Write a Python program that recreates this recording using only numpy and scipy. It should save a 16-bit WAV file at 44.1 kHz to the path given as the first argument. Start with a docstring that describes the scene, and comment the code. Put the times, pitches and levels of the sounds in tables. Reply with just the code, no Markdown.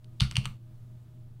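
"""Two computer keyboard keys, pressed and released in quick succession, close by on a desk in a small room.
Each key ticks under the finger, clacks at the bottom of its travel and clicks on its way back up.
The contacts ring the keycap and the case; the firmer ones knock the hollow case and thump the desk.
Low electrical hum, faint fan noise and a deep rumble run underneath."""
import sys
import numpy as np
from scipy import signal
from scipy.fft import rfft, irfft
from scipy.io import wavfile

SR = 44100
rng = np.random.default_rng(int(sys.argv[2]) if len(sys.argv) > 2 else 0)


def log_audio(samples):
    """Write samples as a 16-bit WAV file to the path given in sys.argv[1]."""
    # one column per channel
    frames = np.atleast_2d(samples).T
    # limit to full scale, then quantise
    limited = np.clip(frames, -1, 1)
    pcm = np.round(limited * 32767).astype(np.int16)
    wavfile.write(sys.argv[1], SR, pcm)


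N = 61739
T = np.arange(N) / SR
FREQS = np.maximum(np.arange(N // 2 + 1) * SR / N, 1)

# Keycap modes: pitch_hz, width_hz, down_db, up_db
FIRST_KEY_MODES = [(1350, 290, -10, -12.5), (2200, 460, -11, -9.5), (2970, 260, 1, -5),
                   (3620, 300, 1, -9.5), (4450, 470, -1.5, -8.5), (5400, 800, -10.5, -11),
                   (6150, 600, -12, -11.5), (8040, 700, -19, -12.5), (8550, 300, -15.5, -12.5),
                   (9550, 760, -17, -19.5), (12000, 1500, -31.5, -29)]
SECOND_KEY_MODES = [(1244, 200, -33, 4.5), (2250, 640, -20.5, -5.5), (2946, 380, -0.5, 5.5),
                    (3600, 590, -11, -5), (4400, 390, -7.5, -7), (5890, 360, -11, -13.5),
                    (6250, 600, -14.5, -14.5), (7500, 500, -21, -15), (8600, 300, -11.5, -5.5),
                    (9380, 500, -18.5, -23.5), (11500, 2000, -32.5, -32.5)]
# Key contacts: start_s, level_db, key_index, going_up, purity, room_db
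KEY_CONTACTS = [(0.0432, -25, 0, 0, 0.81, -11), (.1980, -9, 0, 0, 2.3, 9), (.2000, 7.5, 0, 0, 2.43, -3),
                (0.205, 12, 0, 0, 1.0, 2.5), (0.216, 1, 0, 0, 1.35, -6), (0.2176, 0, 0, 0, 1.4, -17),
                (0.311, 1.5, 0, 1, 1.0, -4), (.3210, -14.5, 1, 1, 1.0, -5), (0.3555, 11, 1, 0, 1.8, 4),
                (0.3667, 16, 1, 0, 1.05, -6.5), (0.4396, -10, 1, 0, 1.6, 7), (0.4456, -4.5, 1, 0, 1.44, -9),
                (.4546, 1.5, 1, 1, 0.67, -3.5), (0.4602, -7.5, 1, 1, 1.24, -29)]
def keys(room_purity=0.64):
    """Each contact clicks, rings the case and sounds in the room from its own key's position."""
    key_modes = [FIRST_KEY_MODES, SECOND_KEY_MODES]
    responses = [room_response() + case_ring() for _ in key_modes]
    out = 0
    for start_s, level_db, key, going_up, purity, room_db in KEY_CONTACTS:
        direct = keycap(key_modes[key], going_up, purity)
        # The room gathers sound from all sides of the key, evening out its modes.
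        diffuse = keycap(key_modes[key], going_up, purity * room_purity)
        tail = signal.fftconvolve(diffuse, responses[key][:SR // 2])
        out += from_db(level_db) * (delayed(direct, start_s) + from_db(room_db) * delayed(tail, start_s))
    return out


# Plastic bounces: interval_s, strength
BOUNCES = [(.00031, 0.54), (.00078, 0.39)]
def keycap(modes, going_up, purity, base_low_cut_hz=600, top_hz=13400):
    """A struck keycap rings for milliseconds and chatters; purity above 1 favours its strongest modes."""
    click = sum((-1) ** k * from_db(purity * (up_db if going_up else down_db)) * resonance(hz, width_hz)
                for k, (hz, width_hz, down_db, up_db) in enumerate(modes))
    low_cut_hz = base_low_cut_hz * purity ** 2  # a small part radiates little bass
    click = signal.sosfilt(signal.butter(2, low_cut_hz, "high", fs=SR, output="sos"), click)
    click = signal.sosfilt(signal.butter(3, top_hz, fs=SR, output="sos"), click)
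    for interval_s, strength in BOUNCES:
        allpass = np.r_[np.tanh(strength), np.zeros(int(interval_s * SR)), 1]
        click = signal.lfilter(allpass, allpass[::-1], click)
    return click


# Long-ringing case modes: pitch_hz, level_db, t60_s
CASE_MODES = [(1140, -16.5, .11), (2170, -8, .16), (2130, -8.5, .16), (2385, -6, 0.12), (2603, -6.5, 0.17),
              (2780, -14, .16), (2997, -20, .16), (3457, -14.5, .14), (3618, -22, 0.21), (3713, -12, .12),
              (4150, -14, .14), (4463, -19.5, .15), (4770, -19.5, 0.15)]
def case_ring():
    """The keyboard case rings on after a contact."""
    ring = sum(from_db(db) * resonance(hz, np.log(1000) / np.pi / t60_s) for hz, db, t60_s in CASE_MODES)
    return np.pad(ring, (0, N - len(ring)))


# Hollow case modes: pitch_hz, width_hz, level_db
KNOCK_MODES = [(720, 120, -11.5), (898, 83, 0.5), (1110, 130, 0), (1420, 150, -6)]
# Blows to the case: start_s, level_db
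CASE_BLOWS = [(0.2074, 0.5), (.3130, -12), (0.3698, -6.5), (.4558, -6.5)]
def case_knocks():
    """Firmer contacts give the hollow case a short, dull knock."""
    knock = sum((-1) ** k * from_db(db) * resonance(hz, width_hz)
                for k, (hz, width_hz, db) in enumerate(KNOCK_MODES))
    return sum(from_db(db) * delayed(knock, start_s) for start_s, db in CASE_BLOWS)


# Desk modes: pitch_hz, level_db, t60_s
DESK_MODES = [(112.3, 4.5, 0.064), (126.94, 2, 0.12), (149.8, -11, .15), (200.3, -15.5, 0.1923),
              (220.6, -29, 0.254), (328.5, -34.5, 0.21)]
# Jolts to the desk: start_s, thump_db, sway_db, going_up (1 swings the desk the other way, as a release does;
# the jolt at .34 s is a finger landing on the second key)
DESK_JOLTS = [(.2060, -12, -18, 0), (0.2378, -33, -42.5, 0), (.3120, -37, -46.5, 1), (.3400, -32.5, -49, 1),
              (0.3691, -16, -28, 0), (0.4554, -27, -39, 1)]
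def desk(sway_hz=61, sway_t60_s=0.19, lag_s=0.0072, rise_s=0.0091):
    """The desk swings and rings just after each jolt; releases, and the finger landing on the second key, swing
    it the other way."""
    thump = sum(from_db(db) * decay(t60_s) * np.sin(2 * np.pi * hz * T) for hz, db, t60_s in DESK_MODES)
    sway = -decay(sway_t60_s) * np.sin(2 * np.pi * sway_hz * T)
    rise = 1 - np.exp(-(T / rise_s) ** 2)
    out = 0
    for start_s, thump_db, sway_db, going_up in DESK_JOLTS:
        motion = rise * (from_db(thump_db) * thump + from_db(sway_db) * sway)
        out += (-1 if going_up else 1) * delayed(motion, start_s + lag_s)
    return out


# Room reverberation: freq_hz, level_db, t60_s
ROOM_BANDS = [(300, 2, .35), (700, -5.5, .3), (1200, -1, 0.19), (1740, -8, 0.19), (2440, -2.5, 0.19),
              (3200, -12, 0.28), (4840, -8.5, .22), (6790, -13.5, .22), (9400, -13.5, 0.207),
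              (15030, -16, .19)]
def room_response(onset_s=0.008):
    """Diffuse reflections build quickly and die away band by band."""
    white = rfft(rng.standard_normal(N))
    onset = 1 - np.exp(-(T / onset_s) ** 2)
    edges_hz = np.geomspace(250, 17000, 25)
    out = 0
    for low_hz, high_hz in zip(edges_hz, edges_hz[1:]):
        centre_hz = np.sqrt(low_hz * high_hz)
        band = irfft(white * ((FREQS >= low_hz) & (FREQS < high_hz)), N)
        band *= onset * decay(at_hz(ROOM_BANDS, centre_hz, column=2))
        gain = from_db(at_hz(ROOM_BANDS, centre_hz)) * np.sqrt(2 * (high_hz - low_hz) / SR / N)
        out += gain * unit_rms(band)
    return out


# Hum lines: pitch_hz, level_db, waver_depth
HUM_LINES = [(119.5, -48, 0.071), (241, -76.5, .4), (328, -76, .6), (623, -79, 0.537), (1240, -87.5, 0.28)]
def hum(waver_hz=7):
    """Electrical hum; each line wavers in level and phase."""
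    out = 0
    for hz, db, depth in HUM_LINES:
        phase = 2 * np.pi * hz * T
        in_phase = (1 + depth * drift(waver_hz)) * np.sin(phase)
        quadrature = depth * drift(waver_hz) * np.cos(phase)
        out += from_db(db) * np.sqrt(2) * (in_phase + quadrature)
    return out


# Fan spectrum: freq_hz, density_db
FAN_SPECTRUM = [(88, -37), (150, 3.5), (244, -0.5), (274, -12), (332, -7), (530, -18.5), (631, -15.5),
                (668, -17.5), (966, -21), (2230, -29), (3550, -28.5), (5330, -33.5), (15500, -35)]
def fan(level_db=-62.5, low_cut_hz=160):
    """Faint broadband fan noise."""
    gains = from_db(at_hz(FAN_SPECTRUM, FREQS)) / np.sqrt(1 + (low_cut_hz / FREQS) ** 8)
    return from_db(level_db) * noise(gains)


# Rumble spectrum: freq_hz, density_db
RUMBLE_SPECTRUM = [(8, -6.5), (14, 7.5), (25, -19), (45, -22), (65, -16), (90, -8.5), (135, -7.5),
                   (170, -19.5), (260, -46.5)]
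def rumble(level_db=-51):
    """Deep band-limited noise."""
    in_band = (FREQS > RUMBLE_SPECTRUM[0][0]) & (FREQS < RUMBLE_SPECTRUM[-1][0])
    return from_db(level_db) * noise(from_db(at_hz(RUMBLE_SPECTRUM, FREQS)) * in_band)


# Background envelope: time_s, gain_db
BACKGROUND_GAIN = [(0, -2.5), (.5, 7.5), (.585, -3), (.63, -1.5), (.73, 0.5), (1.0, 0), (1.4, -2)]
def background():
    """Hum, fan and rumble swell together, dip briefly and settle."""
    gain_db = np.interp(T, *np.transpose(BACKGROUND_GAIN))
    return (hum() + fan() + rumble()) * from_db(gain_db)


def resonance(hz, width_hz):
    """Struck mode with a spectral peak gain of 1."""
    t = T[:SR // 4]
    envelope = np.exp(-np.minimum(np.pi * width_hz * t, 100))
    return 2 * np.pi * width_hz / SR * envelope * np.sin(2 * np.pi * hz * t)


def decay(t60_s):
    """Exponential fall, 60 dB in t60_s."""
    return np.exp(-np.minimum(np.log(1000) * T / t60_s, 100))


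def noise(gains):
    """Spectrally shaped noise, rms 1."""
    return unit_rms(irfft(rfft(rng.standard_normal(N)) * gains, N))


def drift(rate_hz):
    """Slow random wander, rms 1."""
    return noise(1 / (1 + (FREQS / rate_hz) ** 4))


def delayed(x, start_s):
    """Place x at start_s in N samples."""
    return np.concatenate([np.zeros(int(start_s * SR)), x, np.zeros(N)])[:N]


def at_hz(table, hz, column=1):
    """Interpolate a column over log frequency."""
    table = np.array(table)
    return np.interp(np.log(hz), np.log(table[:, 0]), table[:, column])


def from_db(db):
    """Decibels to gain."""
    return 10 ** (np.asarray(db) / 20)


def unit_rms(x):
    """Scale to rms 1."""
    return x / np.sqrt(np.mean(x ** 2) + 1e-20)


def scene():
    """Keys, case, desk and background in mono."""
    return (keys() + case_knocks() + desk() + background())[None]


def record(dry, cutoff_hz=15750):
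    """Steep low-pass."""
    return signal.sosfilt(signal.ellip(10, 0.2, 80, cutoff_hz, fs=SR, output="sos"), dry)


dry = scene()
out = record(dry)
log_audio(out)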